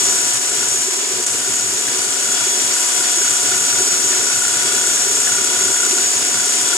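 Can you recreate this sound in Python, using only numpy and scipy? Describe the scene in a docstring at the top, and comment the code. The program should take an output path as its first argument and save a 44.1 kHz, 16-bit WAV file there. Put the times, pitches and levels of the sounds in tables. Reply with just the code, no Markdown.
"""An electric hand mixer whisks batter in a lidded plastic bowl in a tiled kitchen, heard close up in stereo.
Its motor runs near 241 turns a second: sines at multiples of that speed, with a high whine at the 28th.
Coloured noise makes the rasp of the gears and the hiss of the brushes; the beaters knock twice a turn.
Batter churns as noise and slaps as short bursts in the hollow of the bowl, over a low rumble.
While flour is spooned in, filtered clicks ring as steel ticks and plastic clacks now and then."""
import sys
import numpy as np
from scipy import signal
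from scipy.fft import rfft, irfft, next_fast_len
from scipy.io import wavfile
from scipy.ndimage import map_coordinates

SR = 44100
rng = np.random.default_rng(int(sys.argv[2]) if len(sys.argv) > 2 else 0)


def waveform_to_disk(signal):
    """Save audio, clipped to [-1, 1], as 16-bit WAV at the path in sys.argv[1]."""
    frames = np.transpose(np.atleast_2d(signal))
    scaled = np.clip(frames, -1, 1) * 32767
    samples = np.round(scaled).astype(np.int16)
    wavfile.write(sys.argv[1], SR, samples)


N = 298557
T = np.arange(N) / SR  # s

# Levels in the tables are relative; some layers add a trim.
# the motor sags and recovers as the batter loads it: time_s, speed_turns_per_s
MOTOR_SPEED = [(0.0, 240.87), (0.18, 241.31), (0.52, 241.25), (0.72, 240.77), (0.88, 241.07),
               (0.92, 241.76), (1.06, 241.95), (1.26, 241.2), (1.44, 241.44), (1.7, 241.1), (1.8, 241.7),
               (1.9, 240.91), (1.96, 241.78), (2.06, 241.42), (2.14, 241.85), (2.18, 241.09),
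               (2.34, 240.55), (2.7, 241.5), (2.82, 241.3), (3.08, 241.52), (3.26, 240.71), (3.56, 240.93),
               (4.28, 240.74), (5.52, 240.98), (5.74, 240.81), (6.12, 241.55), (6.22, 241.05),
               (6.26, 241.25), (6.3, 241.9), (6.36, 242.12), (6.5, 241.49), (6.66, 241.76), (6.7, 241.39),
               (6.76, 241.63)]
# motor tones: multiple of the rotor speed, level_db, left_over_right_db, left_lead_rad
MOTOR_TONES = [(3, -42.5, -0.5, 0.5), (4, -39, 4.5, 2.0), (5, -43.5, 6.5, 2.5), (6, -42, 4, 2.5),
               (12, -44.5, -5, 1.5), (13, -48.5, -3, 2), (15, -42, 4, 2), (20, -41, 11, 1.6),
               (22, -51, -5, 1.5), (25, -32, 4, -3), (29, -42, 8, 2), (30, -41, 9, -0.5), (31, -40, 7, 0),
               (32, -44, 4, 0.5), (34, -46, 4, 1), (39, -42, -1, -0.5), (40, -44, 0, 1.5), (41, -56, 0, 1),
               (42, -38.5, -1, 1.5)]
# the high whine: time_s, level_db
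WHINE_LEVEL = [(0.0, -23), (0.12, -22.5), (0.22, -27), (0.32, -25.5), (0.5, -30), (0.76, -23.5),
               (0.9, -28.5), (1.08, -26), (1.18, -31), (1.3, -31), (1.58, -24), (1.74, -28), (2.02, -28.5),
               (2.16, -32.5), (2.28, -24.5), (2.4, -30), (2.5, -23.5), (2.84, -30.5), (3.1, -26),
               (3.22, -22), (3.42, -25.0), (4.14, -22.5), (4.42, -27), (4.68, -27), (5.14, -23.5),
               (5.46, -27), (5.7, -22.5), (6.12, -22.5), (6.28, -26), (6.42, -21.5), (6.7, -29),
               (6.76, -35)]
# the tone an octave under the whine: time_s, level_db
UNDERTONE_LEVEL = [(0.0, -30), (0.06, -35), (0.14, -44.5), (0.32, -40.5), (0.38, -50.0), (0.46, -52.0),
                   (0.56, -40.5), (0.84, -45.5), (0.92, -38), (1.08, -39.0), (1.22, -44.0), (1.54, -45),
                   (1.7, -50.0), (1.86, -37), (2.06, -46), (2.42, -32.5), (2.6, -37.5), (3.14, -34),
                   (3.84, -44), (4.08, -37), (4.2, -40), (4.8, -35), (4.98, -40), (5.76, -32.5),
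                   (5.94, -44), (6.08, -41), (6.4, -36.0), (6.54, -42), (6.66, -33), (6.76, -31)]
# the second whine at 24 times the rotor speed: time_s, level_db
SECOND_WHINE_LEVEL = [(0.0, -27), (0.48, -33), (0.72, -30), (1.12, -40), (1.34, -41), (2.04, -47.0),
                      (2.22, -37), (2.62, -33), (3.36, -32), (3.54, -38.0), (3.96, -29), (4.72, -36.5),
                      (4.96, -29), (5.68, -33.0), (6.62, -35), (6.76, -36.5)]
# load on the gears, as the level of their rasp: time_s, level_db
GEAR_RASP_LEVEL = [(0.0, -16), (0.14, -16.5), (0.3, -16.5), (0.52, -18.5), (0.82, -18.0), (1.03, -20.5),
                   (1.31, -18.0), (1.46, -18.5), (1.89, -19.0), (2.07, -17.5), (2.15, -18), (2.57, -17),
                   (2.69, -16.5), (2.97, -16.0), (4.14, -16.5), (4.2, -17.5), (4.42, -16), (4.52, -16.5),
                   (5.11, -16), (5.3, -16.5), (5.4, -16.5), (6.17, -17.0), (6.44, -17), (6.75, -16.5)]
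# brush and air hiss: time_s, level_db
HISS_LEVEL = [(0.05, -26), (0.41, -28.5), (1.65, -29), (2.68, -27), (6.43, -27), (6.6, -26.5)]
# the friction noise drops for an instant: middle_s, width_s, depth_db
FRICTION_LULLS = [(.398, 0.013, 3.5), (1.256, .0072, 5.5)]
# how hard the beaters press together, as the level of their knocking: time_s, level_db
BEATER_PRESSURE = [(0.0, -38), (0.12, -31.5), (0.33, -34), (0.38, -49), (0.53, -30), (0.6, -41),
                   (0.61, -30.5), (0.73, -38), (1.07, -43), (1.33, -34), (1.35, -37), (1.47, -32.5),
                   (1.59, -32), (1.68, -37.5), (1.95, -36.5), (2.1, -32), (2.46, -29.5), (2.5, -39),
                   (2.85, -31.5), (2.86, -39.0), (2.94, -34), (3.0, -28), (3.06, -34.5), (3.24, -29.5),
                   (3.35, -30.5), (3.54, -26.5), (3.6, -29.5), (4.17, -32.5), (4.25, -27), (4.82, -28),
                   (5.13, -34), (5.24, -28.5), (5.86, -26.5), (5.92, -35), (5.98, -29.5), (6.15, -43),
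                   (6.19, -32.0), (6.31, -35), (6.38, -28), (6.5, -35), (6.67, -32.5), (6.75, -23)]
# what a knock of the beaters rings with: pitch_hz, level_db, width_s
KNOCK_RESONANCES = [(1434, 0.5, 0.0036), (1553, -12.5, 0.0026)]
# the knock itself is followed by a lighter one: share of the knock period later, level_db
LIGHT_KNOCK = (.455, -13)
# harder knocks of the beaters: middle_s, level_db, pitch_hz
HARDER_KNOCKS = [(.633, -21.5, 1470), (2.765, -25, 1440), (3.219, -24, 1550), (5.263, -23, 1470),
                 (6.401, -17.5, 1490)]
# churning of the batter: time_s, level_db
CHURN_LEVEL = [(0.05, -35.5), (0.25, -37), (0.33, -47), (.52, -35), (.82, -43), (1.2, -33), (1.25, -42),
               (1.33, -36), (2.3, -35.5), (2.41, -49), (2.56, -32.5), (2.84, -44), (3.05, -37.5),
               (4.1, -35), (4.48, -40.5), (4.7, -36), (5.3, -38.5), (5.7, -33), (5.79, -39), (5.87, -33),
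               (6.33, -38), (6.7, -36.5)]
# slaps of the batter in the hollow of the bowl: middle_s, level_db, pitch_hz
BATTER_SLAPS = [(0.014, -22, 390), (0.089, -24, 400), (0.211, -25, 375), (0.535, -26, 440),
                (0.627, -29, 390), (0.75, -26, 385), (0.886, -19.5, 390), (0.979, -22, 393),
                (1.038, -26, 400), (1.12, -22, 385), (1.2, -23, 423), (1.484, -22, 385), (1.62, -26, 390),
                (1.73, -23, 370), (1.79, -28.0, 357), (1.95, -27, 370), (2.084, -27.5, 412),
                (2.292, -27, 385), (2.335, -28.0, 385), (2.472, -21, 382), (2.57, -25.0, 415),
                (2.617, -23, 375), (2.72, -27, 380), (3.007, -23, 364), (3.078, -26.5, 350),
                (3.181, -21.5, 373), (3.217, -20, 398), (3.328, -26, 394), (3.72, -26, 382),
                (3.809, -23, 385), (3.838, -24, 370), (3.88, -32, 405), (3.948, -26, 385), (3.97, -29, 395),
                (3.992, -30, 385), (4.047, -22, 390), (4.113, -27, 373), (4.16, -28, 380),
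                (4.234, -24, 385), (4.28, -27, 385), (4.41, -27, 397), (4.605, -25, 384), (4.653, -24, 390),
                (4.701, -25, 405), (4.743, -26, 410), (4.768, -27, 377), (4.881, -22, 378),
                (4.95, -27.0, 415), (5.073, -25.5, 395), (5.105, -20, 415), (5.155, -27.5, 398),
                (5.189, -22.5, 415), (5.388, -23, 408), (5.612, -26, 390), (5.659, -23, 415),
                (5.704, -22, 378), (5.875, -20, 400), (5.937, -17.5, 370), (5.988, -24, 370),
                (6.116, -25, 395), (6.472, -24, 403), (6.614, -24, 375), (6.754, -24, 377)]
# the hollow of the bowl shifts its pitch as the batter swirls: time_s, pitch_hz
HOLLOW_PITCH = [(0.0, 397), (0.38, 381), (0.49, 422), (0.58, 392), (1.15, 385), (1.21, 414), (1.68, 377),
                (2.75, 386), (2.81, 401), (3.0, 369), (3.43, 407), (3.51, 380), (3.92, 393), (4.07, 376),
                (4.51, 397), (5.03, 382), (5.19, 409), (5.24, 373), (5.6, 391), (6.62, 384), (6.66, 411),
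                (6.77, 374)]
# low rumble: time_s, level_db
RUMBLE_LEVEL = [(0, -48.5), (.8, -50.5), (1.5, -48), (3.3, -49.5), (3.6, -46.5), (4.4, -47.5), (5.2, -51.5),
                (5.7, -46.5), (6.2, -45.5), (6.7, -43.5)]
# sharp metal ticks: start_s, level_db
METAL_TICKS = [(.3444, -13), (.3954, -12), (.495, -12), (.552, -10), (.6858, -10), (1.2265, -12),
               (1.265, -14), (1.2662, -10), (1.2685, -10), (1.2758, -12), (1.609, -15), (1.6947, -20),
               (1.7992, -16), (2.0395, -14), (4.6699, -12), (4.8896, -14), (4.973, -19), (5.8057, -10),
               (6.1488, -16), (6.481, -11)]
# steel of beaters and spoon: pitch_hz, level_db, t60_s
STEEL_MODES = [(6650, -10, .011), (7200, -1, .011), (8050, 1, .009), (9350, -13, .007), (10000, -7, .01)]
# the bass dips briefly: middle_s, length_s, depth_db
BASS_DIP_TIMES = [(0.417, 0.048, 16), (0.99, 0.24, 24), (2.21, 0.12, 4), (2.38, 0.054, 7), (2.55, 0.13, 20),
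                  (2.79, 0.12, 34), (3.123, 0.19, 22), (3.39, 0.063, 14), (5.87, 0.15, 28),
                  (6.117, 0.081, 14), (6.543, 0.15, 29)]
# clacks against the bowl: start_s, level_db
BOWL_CLACKS = [(1.879, -24), (4.130, -23), (4.971, -24), (5.2727, -18.5), (5.764, -23)]
# plastic of the bowl: pitch_hz, level_db, t60_s
PLASTIC_MODES = [(1654, -0.5, 0.022), (1750, 1, .013), (1950, -4, .009)]
# noise spectra of gears, brushes, batter and bowl: pitch_hz, level_db (per Hz)
RASP_SPECTRUM = [(4500, -39), (6100, -10), (6600, -1), (7000, -1), (7500, 0), (8150, -3), (8800, -6.5),
                 (10200, -10.5), (10500, -15.5), (12200, -17), (13400, -27.5), (14500, -34)]
HISS_SPECTRUM = [(60, -70), (110, -54), (200, -9.5), (300, 0.5), (560, -2.5), (800, -3.5), (1150, -2.5),
                 (1650, 2), (2100, 0), (2900, 2), (4000, 0), (5000, 3.5), (5550, 4), (5750, 8), (5950, 3),
                 (6300, 2.5), (6700, -3), (14000, -31)]
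BATTER_SPECTRUM = [(60, -80), (110, -60), (165, -12.5), (205, -15.5), (240, -6), (290, -11), (345, -6),
                   (370, 3), (400, -8.5), (430, 0), (490, -10), (700, -12), (1200, -44)]
BOWL_SPECTRUM = [(20, -32), (45, -22), (70, -7.5), (100, -0.5), (125, 1.5), (150, -3), (185, -1.5),
                 (240, -2), (400, -32)]
# how alike left and right are, in general and for the rasp: pitch_hz, likeness (-1 to 1)
STEREO_LIKENESS = [(60, 0.5), (350, 0.76), (700, 0.36), (1100, 0.6), (1700, 0.06), (2600, -0.16),
                   (4000, -0.19), (5300, 0.27), (5900, -0.38), (7000, -0.5), (14000, 0.5)]
RASP_STEREO_LIKENESS = [(5000, 0.27), (6600, 0.78), (7500, 1), (10000, 1), (12000, 0.056), (14000, .1)]
# stereo balance, in general and for the rasp: pitch_hz, left_over_right_db
STEREO_BALANCE = [(60, -0.5), (500, -1.5), (1400, -1), (2600, 1.5), (4000, -1), (5500, 2.5), (9000, -7),
                  (14000, 0)]
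RASP_STEREO_BALANCE = [(6000, -5), (6750, 1), (7000, 9.5), (7700, 4.5), (8200, 1.5), (8400, 2), (8900, 0),
                       (9600, 1.5), (11000, -1), (13000, 7)]

GEAR_RATIO = 14.48  # rotor turns per beater turn
KNOCK_SPREAD_DB, KNOCK_JITTER_S = 1.8, .00005
CHATTER_S, CHATTER_LOSS_DB = 0.0051, 6  # mean spacing of the touches, loss per touch
PEAK_LIMIT, CUTOFF_HZ = .76, 14000
LEFT_RIGHT = np.array([[1], [-1]])


def from_db(db):
    """Decibels to gain."""
    return np.exp(np.asarray(db) * (np.log(10) / 20))


def rms_one(x):
    """Scale to unit power."""
    return x / np.sqrt(np.mean(x ** 2) + 1e-20)


def in_time(rows):
    """The second column of a curve, read at every sample."""
    time_s, values = np.transpose(rows)
    return np.interp(T, time_s, values)


def at_hz(points, hz):
    """Read a spectrum on a log-frequency axis."""
    points_hz, values = np.transpose(points)
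    return np.interp(np.log(hz), np.log(points_hz), values)


def drift(rate_hz):
    """Random wander of spread 1: noise through two equal low-passes, computed at every 40th sample."""
    r = np.exp(-2 * np.pi * rate_hz * 40 / SR)
    white = rng.standard_normal(N // 40 + 2002)
    slow = signal.lfilter([1], [1, -2 * r, r * r], white)[2000:]  # skip the filter's start
    return np.interp(np.arange(N) / 40, np.arange(len(slow)), rms_one(slow))


def pan(db):
    """Left and right gains of fixed total power, left over right by this many dB."""
    return rms_one(from_db(LEFT_RIGHT * db / 2))


def throb(turns, depth):
    """A swell once in every cycle of turns."""
    return 1 + depth * np.cos(2 * np.pi * turns)


def ring(clicks, modes):
    """Clicks set two-pole resonators ringing, each with its own pitch and decay."""
    out = 0
    for hz, db, t60_s in modes:
        r = from_db(-60 / (t60_s * SR))  # loss per sample
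        w = 2 * np.pi * hz / SR
        resonance = signal.lfilter([0, np.sin(w)], [1, -2 * r * np.cos(w), r * r], clicks + 1e-18)
        out = out + from_db(db) * resonance
    return out


def burst(s, hz, width_s):
    """A brief push swells and dies in one resonance: its sample positions and waveform."""
    first = max(int((s - 4 * width_s) * SR), 0)
    last = min(int((s + 4 * width_s) * SR), N)
    at = np.arange(first, last)
    t = T[at] - s
    return at, np.exp(-.5 * (t / width_s) ** 2) * np.sin(2 * np.pi * hz * t)


def colour(white, spectrum, likeness, balance):
    """Two noises become a stereo pair with this spectrum, likeness and balance; rms 1."""
    size = next_fast_len(N)
    hz = np.maximum(np.arange(size // 2 + 1) * SR / size, 1)
    mid, side = rfft(white, size)
    alike = np.clip(at_hz(likeness, hz), -1, 1)
    pair = np.sqrt(1 + alike) * mid + np.sqrt(1 - alike) * side * LEFT_RIGHT
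    gain = from_db(at_hz(spectrum, hz) + LEFT_RIGHT * at_hz(balance, hz) / 2)
    return rms_one(irfft(pair * gain, size)[:, :N])


def worn_surface(turns, repeat):
    """Friction noise: a share comes back alike on every cycle of turns, the rest is new."""
    size = int(N / turns[-1])  # samples in a mean cycle
    place = [turns % 1 * size]
    tracks = [map_coordinates(p, place, order=3, mode="grid-wrap") for p in rng.standard_normal((2, size))]
    return np.sqrt(repeat) * np.array(tracks) + np.sqrt(1 - repeat) * rng.standard_normal((2, N))


def motor_tones(rotor, flutter_db):
    """Imbalance, fan and armature slots sing at multiples of the rotor speed, each wavering a little."""
    out = 0
    for multiple, db, pan_db, lead_rad in MOTOR_TONES:
        phase = 2 * np.pi * ((multiple * rotor + rng.random()) % 1) + 0.014 * multiple * drift(5.1)
        tone = np.sin(np.float32(phase + LEFT_RIGHT * lead_rad / 2))
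        level = from_db(db + flutter_db * drift(12.4))
        out = out + np.sqrt(2) * level * pan(pan_db) * tone
    return out


def whine(rotor, beater, wobble_rad, flutter_db):
    """The 28th multiple sings high; the load of the four beater wires shakes its level and phase."""
    wires = 4 * beater + .42
    shake = wobble_rad * np.sin(2 * np.pi * wires + 1)
    shake += 0.16 * np.sin(2 * np.pi * 2 * beater) + 0.24 * drift(60)
    swells = throb(wires, depth=0.27) * throb(2 * beater + 0.46, depth=0.049)
    swells *= throb(wires + 2 * beater, depth=0.13)
    level = swells * from_db(flutter_db * drift(39))
    tone = rms_one(level * np.sin(2 * np.pi * 28 * rotor + shake))
    return from_db(in_time(WHINE_LEVEL) + 0.9) * pan(-1.3) * tone


def swelling_tone(rotor, curve, db, pan_db, lead_rad, waver_rad, rough_rad, order):
    """A multiple of the rotor speed swells, fades and wavers; its phase leads on the left."""
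    phase = 2 * np.pi * order * rotor + LEFT_RIGHT * lead_rad / 2
    phase = phase + waver_rad * drift(13) + rough_rad * drift(70)
    level = from_db(in_time(curve) + db + 2.0 * drift(14))
    return level * pan(pan_db) * np.sqrt(2) * np.sin(phase)


def scrape(beater, depth, sharpness):
    """The gears rasp harder for an instant at each knock, twice a beater turn."""
    return 1 + depth * np.exp(sharpness * (np.cos(2 * np.pi * (2 * beater - .29)) - 1))


def grit(rotor, per_s, spread_db):
    """Uneven crackles of the brushes, bunched on three segments of every rotor turn; rms 1."""
    born = rng.random(N) < per_s / SR * throb(3 * rotor, depth=.9)
    sizes = from_db(spread_db * np.minimum(rng.exponential(1, N), 3))
    return rms_one(born * sizes * rng.choice([-1, 1], (2, N)))


def reflections(x, strength, count):
    """Bowl, table and tiles send back echoes within 12 ms, other ones to each ear."""
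    out = x.copy()
    for ear in range(2):
        for lag in (rng.uniform(.001, .012, count) * SR).astype(int):
            out[ear, lag:] += strength * rng.choice([-1, 1]) * x[ear, :-lag]
    return out


def friction(rotor, beater):
    """Gears rasp and brushes hiss, pulsing with the rotor turns, passing wires and, for the gears, knocks."""
    wires = 4 * beater + .45
    meshing = throb(rotor, depth=0.026) * throb(wires, depth=0.025)
    meshing *= scrape(beater, depth=0.23, sharpness=5.7)
    sparking = throb(rotor, depth=0.026) * throb(2 * rotor, depth=0.062) * throb(wires, depth=0.026)
    teeth_flutter = from_db(0.86 * np.minimum(drift(330), 2) + 0.64 * drift(40))
    brush_flutter = from_db(0.97 * np.minimum(drift(140), 2) + 0.91 * drift(13.4))
    teeth = worn_surface(2 * beater, repeat=0.17) * meshing * teeth_flutter
    brushes = worn_surface(2 * beater, repeat=0.17) * sparking * brush_flutter
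    crackle = grit(rotor, per_s=1500, spread_db=1.8)
    teeth = teeth + from_db(-8.5) * crackle
    brushes = brushes + from_db(-7.5) * crackle
    rasp = colour(teeth, RASP_SPECTRUM, RASP_STEREO_LIKENESS, RASP_STEREO_BALANCE)
    rasp = from_db(in_time(GEAR_RASP_LEVEL) - 2.0) * rasp
    hiss = colour(brushes, HISS_SPECTRUM, STEREO_LIKENESS, STEREO_BALANCE)
    hiss = rms_one(reflections(hiss, strength=0.085, count=8))
    hiss = from_db(in_time(HISS_LEVEL) + 5.0) * hiss
    lull_db = sum(db * np.exp(-((T - s) / width_s) ** 2) for s, width_s, db in FRICTION_LULLS)
    return from_db(-lull_db) * (rasp + hiss)


def knocks(beater, knock_db, hard_width_s):
    """Twice a turn the beaters knock in nearly strict time, with a lighter touch in between."""
    count = np.arange(int(2 * beater[-1])) + .275
    body, hard = np.zeros((2, N))
    for later, touch_db in ((0, 0), LIGHT_KNOCK):
        times_s = np.interp(count + later, 2 * beater, T)
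        for s, (late, force) in zip(times_s, rng.standard_normal((len(count), 2))):
            for hz, db, width_s in KNOCK_RESONANCES:
                at, wave = burst(s + KNOCK_JITTER_S * late, hz, width_s)
                body[at] += from_db(db + touch_db + KNOCK_SPREAD_DB * force) * wave
    for s, db, hz in HARDER_KNOCKS:
        at, wave = burst(s, hz, hard_width_s)
        hard[at] += from_db(db) * wave
    # under a light load the beaters barely touch
    contact = 1 / (1 + from_db(2 * (-39.0 - knock_db)))
    left = rms_one(body) * from_db(knock_db - 0.5) * contact + hard
    right = np.interp(T - .00008, T, left)  # 0.08 ms later on the right
    return pan(5.8) * np.array([left, right])


def hollow(beater, level_db, flutter_hz):
    """The stirred batter keeps the hollow of the bowl booming, with a flutter from the passing wires."""
    carrier = np.exp(2j * np.pi * np.cumsum(in_time(HOLLOW_PITCH)) / SR)
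    wander = drift(flutter_hz) + 1j * drift(flutter_hz)
    boom = np.real(wander * carrier) * throb(4 * beater + 0.15, depth=0.47)
    return from_db(level_db) * pan(-1.2) * rms_one(boom)


def batter(beater, batter_db, lumps_db, slap_s):
    """Wires churn the batter, partly alike on every turn; lumps make the hollow of the bowl boom."""
    churn = worn_surface(beater, repeat=0.26) * throb(4 * beater + 0.19, depth=0.081)
    churn = churn * from_db(lumps_db * drift(35))
    slaps = np.zeros(N)
    for s, db, hz in BATTER_SLAPS:
        at, wave = burst(s, hz, slap_s)
        slaps[at] += from_db(db - 2.5) * wave
    boom = hollow(beater, batter_db - 5.5, flutter_hz=27)
    churn = colour(churn, BATTER_SPECTRUM, STEREO_LIKENESS, STEREO_BALANCE)
    return from_db(batter_db - 1.6) * churn + boom + slaps


def rumble(rotor, level_db, flicker_db, flicker_hz):
    """A low noise rumble and a hum at half the rotor speed flicker together."""
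    hum = from_db(-2.5) * np.sin(np.pi * rotor)
    db = level_db + flicker_db * np.minimum(drift(flicker_hz), .6)
    noise = colour(rng.standard_normal((2, N)), BOWL_SPECTRUM, STEREO_LIKENESS, STEREO_BALANCE)
    return from_db(db) * (hum + noise)


def ticks():
    """Brief touches ring the steel, slightly softened by flour and batter."""
    clicks = np.zeros(N)
    for s, db in METAL_TICKS:
        clicks[round(s * SR)] = from_db(db)
    band = signal.butter(6, [5000, 10200], "band", fs=SR, output="sos")
    clicks = signal.sosfilt(band, clicks + 1e-12 * rng.standard_normal(N))
    return pan(2.5) * ring(clicks, STEEL_MODES)


def bass_dips(x, edge_hz):
    """All the bass below an edge dips briefly now and then."""
    dip_db = sum(depth * np.exp(-(2 * (T - s) / length_s) ** 4) for s, length_s, depth in BASS_DIP_TIMES)
    bass = signal.sosfiltfilt(signal.butter(6, edge_hz, fs=SR, output="sos"), x)
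    return x - (1 - from_db(-dip_db)) * bass


def clacks():
    """Each contact chatters four times, ever weaker, against the ringing plastic of the bowl."""
    clicks = np.zeros(N)
    touch = np.arange(4)
    for (s, db), spacing in zip(BOWL_CLACKS, rng.uniform(.7, 1.3, (len(BOWL_CLACKS), 4))):
        at = ((s + CHATTER_S * touch * spacing) * SR).astype(int)
        clicks[at] = from_db(db - CHATTER_LOSS_DB * touch)
    band = signal.butter(2, [1350, 2200], "band", fs=SR, output="sos")
    return pan(2.0) * ring(signal.sosfilt(band, clicks + 1e-18), PLASTIC_MODES)


def scene():
    """The rotor drives the mixer's sounds, the beaters through a worm gear."""
    speed = in_time(MOTOR_SPEED) * (1 + 0.000202 * drift(11.4))
    rotor = np.cumsum(speed) / SR  # turns so far
    beater = rotor / GEAR_RATIO
    # the motor tones rise and fall with the rasp of the gears
    load = from_db(1.45 * (in_time(GEAR_RASP_LEVEL) + 17.5))
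    tones = load * motor_tones(rotor, flutter_db=2.0)
    tones += whine(rotor, beater, wobble_rad=0.16, flutter_db=1.6)
    tones += swelling_tone(rotor, UNDERTONE_LEVEL, db=-1.0, pan_db=7.5, lead_rad=1.4,
                           waver_rad=0.37, rough_rad=.38, order=14)
    tones += swelling_tone(rotor, SECOND_WHINE_LEVEL, db=0.8, pan_db=6, lead_rad=2.24,
                           waver_rad=.4, rough_rad=0.32, order=24)
    rattle = knocks(beater, in_time(BEATER_PRESSURE) - .9, hard_width_s=0.0029)
    bowl = batter(beater, in_time(CHURN_LEVEL) + 0.8, lumps_db=1.6, slap_s=0.0052)
    bowl += rumble(rotor, in_time(RUMBLE_LEVEL), flicker_db=8.0, flicker_hz=13.0)
    mix = tones + friction(rotor, beater) + rattle + bowl + ticks() + clacks()
    return bass_dips(mix, edge_hz=176)


def record(dry):
    """Peaks above the limit are clipped, then the top is cut steeply."""
    clipped = np.clip(dry, -PEAK_LIMIT, PEAK_LIMIT)
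    return signal.sosfilt(signal.ellip(10, .1, 90, CUTOFF_HZ, fs=SR, output="sos"), clipped)


dry = scene()
out = record(dry)
waveform_to_disk(out)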